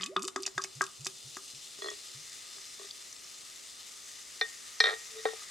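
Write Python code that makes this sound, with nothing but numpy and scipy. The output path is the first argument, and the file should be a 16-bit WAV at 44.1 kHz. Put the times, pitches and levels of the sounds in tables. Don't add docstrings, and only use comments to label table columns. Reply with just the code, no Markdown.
import sys
import numpy as np
from scipy import signal
from scipy.fft import rfft, irfft
from scipy.io import wavfile
from scipy.ndimage import uniform_filter1d

SR = 44100
rng = np.random.default_rng(int(sys.argv[2]) if len(sys.argv) > 2 else 0)


def dump(signal):
    limited = np.clip(np.atleast_2d(signal).T, -1, 1)
    pcm = np.round(limited * 32767).astype(np.int16)
    wavfile.write(sys.argv[1], SR, pcm)


def linear_from_db(decibels):
    return 10 ** (np.asarray(decibels, float) / 20)


N = 242550


def evened(x):
    return x / np.sqrt(np.mean(x ** 2) + 1e-20)


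def read(points, hz):
    f, value = np.transpose(points)
    return np.interp(np.log(hz + 1), np.log(f + 1), value)


def curve(rows, column=1):
    return np.interp(np.arange(N) / SR, np.array(rows)[:, 0], np.array(rows)[:, column])


def add(mix, s, sound):
    part = mix[..., round(s * SR):][..., :sound.shape[-1]]
    part += sound[..., :part.shape[-1]]


def cut(x, hz, kind):
    return signal.sosfilt(signal.butter(3, hz, kind, fs=SR, output="sos"), x)


def resonate(x, hz, width):
    return signal.lfilter(*signal.iirpeak(hz, hz / width, SR), x)


def colour(x, points):
    return irfft(rfft(x) * linear_from_db(read(points, np.fft.rfftfreq(N, 1 / SR))), N)


# (frequency [Hz], correlation)
LIKENESS = [(60, 0.16), (120, 0.82), (240, -0.55), (480, -0.66), (950, -0.54), (1890, 0.71), (3770, 0.91),
            (7520, 0.82), (15000, 0.85)]
# (frequency [Hz], left over right [dB])
BALANCE = [(60, 0.0), (120, -1), (240, -0.5), (480, 0), (950, 0), (1890, 2.2), (3770, 3.0), (7520, 1.5),
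           (15000, 1)]


def spread(shared, unshared):
    hz = np.fft.rfftfreq(N, 1 / SR)
    same = np.clip(read(LIKENESS, hz), -1, 1)
    lean = linear_from_db(read(BALANCE, hz) / 2)
    left, other = rfft(shared), rfft(unshared)
    right = same * left + np.sqrt(1 - same ** 2) * other
    return irfft(np.array([left * lean, right / lean]), N)


def in_mug(x, modes, ring_db):
    return x + sum(linear_from_db(ring_db + db) * resonate(x, hz, width) for hz, width, db in modes)


def strike(modes, at_hz, blow_db, ring, cycles=0.39):
    hz, db, t60, lean_db, lag = np.transpose(modes)[:, :, None]
    t = np.maximum(np.arange(SR // 5) / SR - .0011, 0)
    db = db + read(sorted(zip(at_hz, blow_db)), hz)
    build = (1 - np.exp(-t / (0.00031 + cycles / hz))) ** 2
    body = linear_from_db(db - 60 * t / (t60 * ring)) * build
    ports = []
    for side in (1, -1):
        tone = np.sin(2 * np.pi * hz * t + side * lag / 2)
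        ports.append((body * linear_from_db(side * lean_db / 2) * tone).sum(0))
    return np.array(ports)


def gulp(length, first_hz, last_hz, db):
    pinch_at, pinch_span = .65, 0.122
    kick_db, kick_s, louder_db_per_octave = 10.5, 0.018, 8
    t = np.arange(0, length, 1 / SR)
    octaves = np.log2(last_hz / first_hz) / (1 + np.exp((pinch_at - t / length) / pinch_span))
    level_db = db + kick_db * np.exp(-t / kick_s) + louder_db_per_octave * octaves
    return first_hz * 2 ** octaves, linear_from_db(level_db)


def glug(length, settled_hz, db):
    from_hz, settle_s = 59.7, 0.022
    peak_s, sharpness, linger_db = 0.026, 3.3, -14.5
    t = np.arange(0, length, 1 / SR)
    swell = (t / peak_s * np.exp(1 - t / peak_s)) ** sharpness
    linger = linear_from_db(linger_db) * np.minimum(t / peak_s, 1) ** 2
    return settled_hz - (settled_hz - from_hz) * np.exp(-t / settle_s), linear_from_db(db) * (swell + linger)


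# (start [s], length [s], first pitch [Hz], last pitch [Hz], level [dB])
NECK_GULPS = [
    (0.0, 0.146, 179.5, 730, -59),
    (0.169, 0.11, 185.1, 509, -56),
    (0.362, 0.052, 251, 426, -57),
]
# (start [s], length [s], settled pitch [Hz], level [dB])
BOTTLE_GLUGS = [
    (0.547, 0.036, 180, -53),
    (0.745, 0.09, 163, -52),
    (0.985, 0.063, 163, -51.5),
    (1.235, 0.067, 154, -57),
    (1.526, 0.095, 157, -63.5),
    (2.135, .125, 158, -57),
]


def gulps():
    out = np.zeros(N)
    bubbles = [(s, gulp(*row)) for s, *row in NECK_GULPS]
    bubbles += [(s, glug(*row)) for s, *row in BOTTLE_GLUGS]
    for s, (hz, gain) in bubbles:
        fade = np.interp(np.arange(len(hz)), [0, 130, 0.91 * len(hz), len(hz)], [0, 1, 1, 0])
        tone = np.sin(2 * np.pi * np.cumsum(hz) / SR) * fade
        add(out, s, np.sqrt(2) * gain * tone)
    step, r = 2 * np.pi * 384 / SR, np.exp(-np.pi * 16 / SR)
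    column = signal.lfilter([2 * np.sin(step) * (1 - r)], [1, -2 * r * np.cos(step), r * r], out)
    return linear_from_db(-2.5) * (out + linear_from_db(16.0) * column)


# (time [s], peak level [dB], pitch [Hz],
# t60 [s])
LONE_RINGS = [(0.0, -52, 383, 0.27), (0.008, -44, 1250, .2), (0.025, -39, 1139, 0.33),
              (0.0322, -11, 3160, 0.02), (0.0325, -32, 1930, .03), (0.053, -40, 1800, .04),
              (0.055, -46, 1218, .3), (0.061, -35.5, 2550, 0.082), (0.061, -35, 3620, .07),
              (0.1642, -10.5, 3550, 0.02), (0.1635, -24, 2920, 0.018), (0.3601, -23, 3540, 0.024),
              (0.452, -33, 2616, 0.069), (0.5786, -25.5, 3560, 0.043), (0.577, -18, 1600, .06),
              (0.8079, -10, 1608, .065), (0.645, -35, 2220, 0.068), (1.9016, -27, 5300, .025),
              (2.9045, -32, 3400, 0.04), (2.9085, -19, 4750, .016), (2.9085, -24, 4150, .014),
              (2.9087, -27, 5400, .012), (3.126, -19, 5900, .011), (3.0215, -31, 4920, .014),
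              (3.1628, -32, 5400, .014), (3.243, -33, 5360, .03), (1.9012, -20, 6640, .016)]


def pings():
    out = np.zeros((2, N))
    for s, db, hz, t60 in LONE_RINGS:
        add(out, s, strike([(hz, -4.0, t60, 1.5, .3)], [hz], [db], 0.54))
    return out


def patchy(x):
    z = signal.stft(x, nperseg=256)[2]
    field = rng.standard_normal(z.shape[1:])
    field = uniform_filter1d(field, size=5, axis=0)
    field = uniform_filter1d(field, size=30, axis=1)
    return signal.istft(z * linear_from_db(0.9 * evened(field)), nperseg=256)[1][:, :N]


# (time [s], fizz level [dB], larger bubbles level [dB], ring of the air above [dB])
FOAM_COURSE = [
    (0.0, -54, -48.5, 0.1),
    (0.13, -63, -72.5, 0.1),
    (0.7, -53, -68, 0.1),
    (1.3, -49, -70.5, 0.1),
    (1.74, -48, -64, 0.1),
    (2.48, -48, -59.5, 2.5),
    (3.02, -49, -63, -0.8),
    (3.6, -48.5, -61.5, -1.2),
    (4.21, -48, -60, -2.5),
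    (5.5, -46.5, -56, -3),
]
# (frequency [Hz], density [dB per Hz])
SMALL_BUBBLES = [(880, -39), (1500, -12.5), (1920, -11.5), (2640, -9), (2940, -2.5), (3220, -3),
                 (4120, -2.5), (5660, 1), (6310, 2.5), (9470, -4.5), (16000, -24.5)]
# (frequency [Hz], density [dB per Hz])
LARGE_BUBBLES = [(300, -10), (700, -2), (1200, -3), (2000, 4), (2800, -20.5), (4000, -31)]
# (frequency [Hz], width [Hz], level [dB])
AIR_COLUMN = [(393, 27, -18), (1236, 77, 9.5), (2310, 420, -19.5), (2640, 367, 12), (3588, 125, 16.5),
              (4110, 110, 15), (4860, 330, 7.5), (5100, 93, -5), (5670, 54, -32), (7600, 900, 2.5)]


def fizz():
    bursts = rng.random((2, 2, N)) < 9000 / SR
    sign = rng.choice([-1., 1.], bursts.shape)
    size = sign * linear_from_db(2.8 * np.minimum(rng.exponential(1, bursts.shape), 5))
    swell = uniform_filter1d(rng.standard_normal(N), size=900)
    swell = evened(uniform_filter1d(swell, size=900))
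    small, large = bursts * size * linear_from_db(0.61 * swell)
    ring_db = -12.0 + curve(FOAM_COURSE, column=3)
    small = evened(in_mug(colour(small, SMALL_BUBBLES), AIR_COLUMN, ring_db))
    large = evened(in_mug(colour(large, LARGE_BUBBLES), AIR_COLUMN, 5.0))
    small = linear_from_db(curve(FOAM_COURSE)) * small
    large = linear_from_db(curve(FOAM_COURSE, column=2) + 1.0) * large
    return spread(*patchy(small + large))


# (frequency [Hz], density [dB per Hz])
KITCHEN_HUM = [(12, -40), (20, -11.5), (92, -11), (171, -11.5), (288, -2.5), (318, -9.5), (383, 1.5),
               (416, -3), (841, -8), (1100, -11), (1430, -9.5), (2420, -120)]


def room():
    return linear_from_db(-62) * evened(spread(*colour(rng.standard_normal((2, N)), KITCHEN_HUM)))


# (time [s], blow [dB], boom [dB], slap [dB], closing bubble [dB])
SLUGS = [(0.008, -45, -52, -52, -70), (0.0316, -43.5, -61, -44, -70), (0.162, -23, -32, -27, -24.5),
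         (0.2368, -42, -48, -56, -43), (0.28, -38, -48, -43, -60), (0.3592, -31, -35, -26, -32.5),
         (0.4622, -47, -48.5, -38, -60), (0.4746, -66, -49.5, -34, -70),
         (0.5772, -30.5, -40.5, -23.5, -28.5), (0.6419, -48, -47, -34, -62),
         (0.8082, -24.5, -37, -18.5, -25.5), (1.063, -40, -45, -33.5, -58),
         (1.3672, -39.5, -50.5, -34.5, -47), (2.5806, -55, -63, -49, -65), (3.246, -59, -90, -60, -60),
         (5.4189, -52, -83, -60, -58)]
SLUG_HZ = (1240, 385, 1800, 750)
# (frequency [Hz], level [dB], t60 [s], left over right [dB], right lag [rad])
MUG_AND_BEER = [(382, 3.5, .165, 1.5, 0.37), (734, 19, 0.012, -0.5, 0.55), (1159, -1, 0.032, -1, 0.37),
                (1250, 5, 0.032, 1.5, 0.36), (1222, -16, 0.12, 4, 0.38), (1395, 3.5, 0.02, 2, 0.24),
                (1654, 6.5, 0.015, 0, 0.4), (1880, 0.5, 0.017, 3, 0.58), (2350, -11, 0.014, 6, 0.27)]


def plops():
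    close_s, deeper_s_per_s = .0054, 0.00305
    hollow_db = -9.5
    out = np.zeros((2, N))
    t = np.arange(round(0.0201 * SR)) / SR
    note = np.sin(2 * np.pi * np.cumsum(np.linspace(1430, 1040, len(t))) / SR)
    bubble = note * np.sin(np.pi * (t / t[-1]) ** 1.15) ** 1.4 * linear_from_db(94 * t - 3.5)
    for s, db, boom_db, slap_db, bubble_db in SLUGS:
        blow = (db, boom_db, slap_db, (boom_db + slap_db) / 2 + hollow_db)
        add(out, s, strike(MUG_AND_BEER, SLUG_HZ, blow, 0.97, 0.1))
        closed = s + close_s + deeper_s_per_s * min(s, 1)
        add(out, closed, linear_from_db(bubble_db + np.array([[.9], [-.9]])) * bubble)
    return out


# (time [s], peak level [dB], pitch [Hz])
ROUND_DROPS = [(0.0095, -29, 3650), (0.0189, -26, 4530), (0.023, -27.5, 5360), (0.0326, -23, 3570),
               (0.0394, -23, 6440), (0.1645, -24, 3600), (0.27, -35, 7160), (0.2768, -20, 7400),
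               (0.3603, -22, 5750), (0.403, -36, 4870), (0.4319, -21.5, 4870), (0.4535, -33, 2570),
               (0.4628, -18, 6040), (0.4657, -15, 5070), (0.476, -28, 4660), (0.579, -22, 5750),
               (0.615, -29, 4900), (0.6195, -23.5, 5730), (0.6383, -18, 5360), (0.839, -23, 5700),
               (1.0464, -25, 5870), (1.056, -21, 6300), (1.5478, -32, 4350), (1.9022, -34, 5300),
               (2.6419, -34, 4000), (2.9085, -40, 4700), (3.127, -33, 5900), (3.1628, -37, 3700)]
# (time [s], peak level [dB], pitch [Hz])
SPRAY_DROPS = [(0.0607, -23, 4200), (0.1935, -30.5, 2560), (0.2213, -22.5, 5360), (0.229, -21, 7900),
               (0.2436, -27, 4870), (0.25, -23.5, 5330), (0.2809, -20, 4340), (0.423, -24.5, 9100),
               (0.6443, -22.5, 2480), (0.752, -31.5, 6840), (0.8095, -30, 5760), (0.817, -13, 5900),
               (0.8648, -25.5, 4220), (1.0074, -31, 4880), (1.067, -15, 4940), (1.3683, -26.5, 6260),
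               (3.023, -33, 4920), (3.2425, -36, 5260)]
# (frequency [Hz], width [Hz], level [dB])
CROSS_MODES = [(2550, 100, 14), (2940, 190, 7), (3605, 74, 12), (4880, 190, 9), (5750, 300, 1.5),
               (6500, 1650, 0.5), (7300, 1040, 3)]


def spatter():
    out, t = np.zeros((2, N)), np.arange(SR // 10) / SR
    droplets = [(*row, -30.5, 0.026) for row in ROUND_DROPS]
    droplets += [(*row, -12.5, 0.03) for row in SPRAY_DROPS]
    for s, db, hz, treble_db, t60 in droplets:
        decay = linear_from_db(-60 * t / (1.34 * t60)) + linear_from_db(-5.0 - 60 * t / t60)
        spray = np.roll(rng.standard_normal((2, len(t))) * decay, 40, axis=1)
        spray[:, 40] += 14.0
        snap = resonate(resonate(spray, hz, 0.65 * hz), hz, 0.65 * hz)
        hiss = resonate(resonate(spray, 6500, 10000), 6500, 10000)
        snap = snap + linear_from_db(treble_db + 9.0) * hiss
        add(out, s, linear_from_db(db - 7) * snap / abs(snap[0]).max())
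    out = cut(cut(out, 1600, "high"), 11500, "low")
    ring_db = 1 - 4.5 * np.minimum(np.arange(N) / SR, 1.6)
    return spread(*in_mug(out, CROSS_MODES, ring_db))


# (frequency [Hz], t60 [s])
KITCHEN_T60 = [(130, 0.61), (400, 0.14), (1200, 0.27), (2000, 0.15), (5000, 0.11), (12000, 0.27)]


def kitchen(x):
    taps = np.zeros((2, SR // 2))
    at = np.arange(300, SR // 2 - 20, 20) + rng.integers(0, 20, (2, (SR // 2 - 301) // 20))
    np.put_along_axis(taps, at, rng.choice([-1., 1.], at.shape), 1)
    hz, t, z = signal.stft(taps + 0.32 * taps[::-1], SR, nperseg=256)
    decay = linear_from_db(-60 * t / read(KITCHEN_T60, hz)[:, None])
    tail = signal.istft(z * decay, SR, nperseg=256)[1]
    return signal.fftconvolve(x, tail / np.linalg.norm(tail[0]), axes=1)[:, :N]


# (time [s], peak level [dB], pitch [Hz])
WALL_SLAPS = [
    (0.356, -43, 256),
    (0.806, -30, 318),
    (0.89, -64, 145),
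    (1.064, -34, 150),
    (1.244, -56, 133),
    (1.366, -40.5, 277),
    (1.532, -44, 213),
    (1.785, -44, 326),
    (5.253, -55, 315),
]


def thumps():
    out = np.zeros((2, N))
    for s, db, hz in WALL_SLAPS:
        add(out, s, strike([(hz, 6.0, .03, 0, .1)], [hz], [db], 0.51))
    return out


def choked(sound, s, db):
    return sound * linear_from_db(db * np.clip((np.arange(sound.shape[-1]) / SR - s) / .0015, 0, 1))


def gaps(rows):
    return np.diff(np.array(rows)[:, 0], append=N)


# (time [s], blow [dB], thud [dB], hardness [dB], rim edge [dB])
TILTED_TAPS = [(1.786, -58, -52, -60, -60), (1.8187, -38.5, -41, -39, -39.5),
               (1.8418, -39, -39.5, -48, -38), (1.8573, -40, -40, -48, -38), (1.8691, -43, -43, -45, -43),
               (1.8832, -32.5, -44, -37, -47), (1.9119, -47, -45, -48, -50), (1.929, -50, -51, -56, -56),
               (2.5617, -71, -59, -54, -49), (2.7933, -53, -48.5, -58, -48.5), (2.8135, -52, -51, -61, -61),
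               (2.8415, -55, -52, -55, -51)]
TILTED_BLOW_HZ = (1860, 440, 3400, 4200, 760)
# (frequency [Hz], level [dB], t60 [s], left over right [dB], right lag [rad])
TILTED_GLASS = [(406.6, 4.5, 0.14, 2.5, 0.67), (622, 12, 0.036, -3, 1.65), (1157, 16, 0.02, -1.5, 1.9),
                (1670, -8, 0.03, 4, .6), (1892, 0.5, 0.093, 3.5, 1.14), (3384, 1.5, 0.11, -4.5, 0.31),
                (4207, 3.5, 0.047, 3, .4), (4870, -8, 0.043, 2, 0.32)]


def tilted_taps():
    out, wall_db = np.zeros((2, N)), -9.5
    for (s, db, thud_db, *hard_db), gap in zip(TILTED_TAPS, gaps(TILTED_TAPS)):
        blow = (db, thud_db, *hard_db, thud_db + wall_db)
        add(out, s, choked(strike(TILTED_GLASS, TILTED_BLOW_HZ, blow, 0.82), gap, -7.0))
    return out


# (time [s], blow [dB], thud [dB], hardness [dB], share of free ring)
FULL_TAPS = [(4.838, -17.5, -34, -20.5, 0.9), (4.8554, -19.5, -35, -25.5, 0.73),
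             (4.8673, -20, -36, -26.5, 0.8), (4.8774, -20, -39, -35, 0.6), (4.8866, -21, -38, -38, 0.8),
             (4.894, -24, -41, -33, 0.9), (4.9047, -32, -40, -36, 0.89), (4.916, -35, -43, -43, .8),
             (4.9275, -30, -43, -46, 0.75), (4.936, -33, -43, -39, 0.5), (5.285, -33, -60, -60, .9),
             (5.331, -56, -40, -64, 0.6)]
FULL_BLOW_HZ = (1860, 440, 3800, 760)
FULL_GLASS_HZ = (441, 570, 760, 1240, 1410, 1590, 1850, 1864, 1880, 1935, 2350, 3255, 3598, 3662, 3720,
                 3850, 4070, 4152, 4230, 5095, 5742)
# (level [dB], t60 [s], left over right [dB], right lag [rad])
FULL_GLASS_RING = [(2.5, 0.14, 5, 0.53), (17.5, 0.012, -4.5, 4), (10.5, 0.031, -4.5, 1.56),
                   (-4.5, 0.068, -3.5, 1.4), (-3, 0.022, 18.5, 1.3), (6.5, 0.017, 3, 1.9),
                   (-17.5, 0.26, -8, 0.93), (-8.5, 0.19, 4, 0.34), (-18, 0.39, 1, 0.51),
                   (-12, 0.11, 8, 1.1), (-9, 0.044, 0, 0.56), (-11, 0.11, -4, 0.64), (-8, 0.1, -4.5, 0.68),
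                   (-1, 0.19, -3, .5), (-31, 0.1, 14, 0.26), (-2, 0.058, -5, 0.38), (-14, 0.034, 9, 0.28),
                   (3, 0.03, 2, 0.31), (-18, 0.013, 1, .4), (-5, 0.02, -1.5, 0.22), (-10, 0.03, 2, 0.22)]
FULL_GLASS = np.column_stack([FULL_GLASS_HZ, FULL_GLASS_RING])


def full_taps():
    out, wall_db = np.zeros((2, N)), -1
    for (s, db, thud_db, hard_db, ring), gap in zip(FULL_TAPS, gaps(FULL_TAPS)):
        blow = (db, thud_db, hard_db, thud_db + wall_db)
        add(out, s, choked(strike(FULL_GLASS, FULL_BLOW_HZ, blow, ring), gap, -8.0))
    return out


# (frequency [Hz], level [dB], t60 [s], left over right [dB], right lag [rad])
CLINK_MODES = [(436, -31.5, 0.1, 4, 0.45), (740, -24.5, 0.021, 0, 1.2), (1195, -27.5, .03, -3, 1.1),
               (1560, -23.5, .025, 4, 1.9), (1865, -27.5, 0.21, 2, 0.48), (1840, -43, .35, 1, .5),
               (1950, -22, 0.056, 6, 1.1), (2352, -30, .04, 0, .5), (3586, -24.5, 0.12, -5, .7),
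               (3660, -32, .06, -5, .6), (3800, -38, .05, -4, .4), (4110, -18.5, 0.026, 3, .3),
               (5093, -28, 0.022, -1, .2), (5700, -38, .05, 2, .2)]
KNOCK_MODES = [(441, -29, 0.11, 6, .5), (740, -21.5, 0.023, -1, 1.5), (1220, -22.5, .03, -3, 1.4),
               (1580, -17.5, .02, 6, 1.9), (1945, -21, .03, 5, .8), (2353, -23, 0.041, -1, .5),
               (3250, -27, .07, -4, .6), (3640, -22.5, 0.062, -2, .6), (3850, -23, 0.088, -6, .4),
               (4130, -25, 0.078, 0, .3), (4200, -10, 0.021, 1, .3), (5090, -14, 0.026, -1, .2),
               (5740, -23, 0.033, 2, .2), (8100, -36.5, 0.048, 5, .2)]
HELD_MODE = (1862, -12.5, .085, 3.5, .4)
BUMP_MODES = [(440, -20.5, 0.135, 4, .5), (560, -10.5, 0.011, -7, 3.6), (750, -12, .016, -3, 1.3),
              (1125, -33, .08, -3, 1.3), (1346, -33, .05, 0, 1.3), (1567, -30, .04, 4, 1.6),
              (1869, -35, .2, 2, .4), (1950, -28, 0.05, 6, 1.1), (2340, -39, .04, 0, .5),
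              (3295, -37, .04, -4, .6), (3720, -37.5, .1, -3, .6), (4160, -38, .04, 2, .3)]


def knocks():
    out = np.zeros((2, N))
    clink_s, knock_s, bump_s = 4.4105, 4.8015, 5.2522
    chatter_s, chatter_db = .0038, -7
    add(out, knock_s, choked(strike([HELD_MODE], [1], [0], 1, 1.5), .0195, -20.0))
    for s, modes in ((clink_s, CLINK_MODES), (knock_s, KNOCK_MODES), (bump_s, BUMP_MODES)):
        ring = strike(modes, [1], [0], 1)
        add(out, s, ring)
        add(out, s + chatter_s, linear_from_db(chatter_db) * ring)
    return out


# (strongest time [s], rub [dB], rise [dB/s], fall [dB/s], low groan share [dB])
RIM_SLIDES = [
    (4.874, -37, 1100, 286, 0),
    (5.15, -66, 250, 300, 9),
    (5.195, -52, 500, 900, -8),
    (5.29, -46, 600, 400, -25),
]


def slide():
    t, force = np.arange(N) / SR, np.zeros((2, N))
    for s, db, rise, fall, groan_db in RIM_SLIDES:
        force += linear_from_db(db + np.minimum(rise * (t - s), fall * (s - t)) + np.array([[0], [groan_db]]))
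    slips = rng.standard_normal(N) * (rng.random(N) < 1500 / SR) * linear_from_db(-13.5) * force
    out = np.zeros((2, N))
    for modes, push in zip((FULL_GLASS[3:], FULL_GLASS[:3]), slips):
        ring = strike(modes, FULL_BLOW_HZ, (1.5, 1.5, 1.0, -7.5), 0.95)
        out += signal.oaconvolve(push[None], ring, axes=1)[:, :N]
    return out


def clinks():
    return cut(tilted_taps() + full_taps() + knocks() + slide(), 300, "high")


# (time [s], level [dB], t60 [s])
CONTACT_CRACKS = [(1.82, -44, .04), (1.843, -46, .04), (1.858, -47, .04), (1.884, -44, .05),
                  (1.913, -52, .04), (4.4115, -34, .03), (4.8025, -28, .03), (4.839, -31, .04),
                  (4.8565, -35, .04), (4.8685, -35, .04), (4.8875, -38, .05), (4.906, -41, .06),
                  (5.2535, -28, .025), (5.262, -44, .2)]
# (frequency [Hz], density [dB per Hz])
CRACK_COLOUR = [(300, -20), (600, -4), (1200, 0), (1600, 0), (2400, -5), (2900, -16), (3700, -6),
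                (6500, -30)]
# (strongest time [s], level [dB], rise [dB/s], fall [dB/s], pitch [Hz])
BOWED_MODES = [
    (5.162, -45, 1500, 200, 441),
    (5.197, -43.5, 300, 550, 441),
    (5.249, -45, 2500, 2500, 441),
    (5.197, -49, 900, 900, 1930),
    (5.19, -50, 600, 600, 3750),
]


def contact():
    t, force = np.arange(SR // 5) / SR, np.zeros(N)
    for s, db, t60 in CONTACT_CRACKS:
        add(force, s, linear_from_db(db - 60 * t / t60))
    a, b = rng.standard_normal((2, N)) * force
    ports = np.array([a + .6 * b, a - .6 * b])
    out = linear_from_db(6.0) * cut(colour(ports, CRACK_COLOUR), 350, "high")
    for s, db, rise, fall, hz in BOWED_MODES:
        u = t - t[-1] / 2
        level = linear_from_db(db + np.minimum(rise * u, -fall * u) + np.array([[2.2], [-2.2]]))
        add(out, s + u[0], level * np.sin(2 * np.pi * hz * (s + u) + np.array([[.25], [-.25]])))
    return out


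def scene():
    near = cut(plops() + thumps() + pings(), 100, "high")
    near = near - 0.81 * resonate(near, 484, 140)
    near = near + clinks() + spatter() + gulps() * linear_from_db(np.array([[-.5], [.5]]))
    return near + linear_from_db(-12.5) * kitchen(near) + fizz() + room() + contact()


def band_limit(x):
    return signal.sosfilt(signal.butter(12, 15800, fs=SR, output="sos"), x)


def record(dry):
    ceiling = .62
    limited = ceiling * np.tanh(dry / ceiling)
    narrow = signal.oaconvolve(limited, signal.firwin(255, 16300, fs=SR)[None], "same")
    return band_limit(narrow)


dry = scene()
out = record(dry)
dump(out)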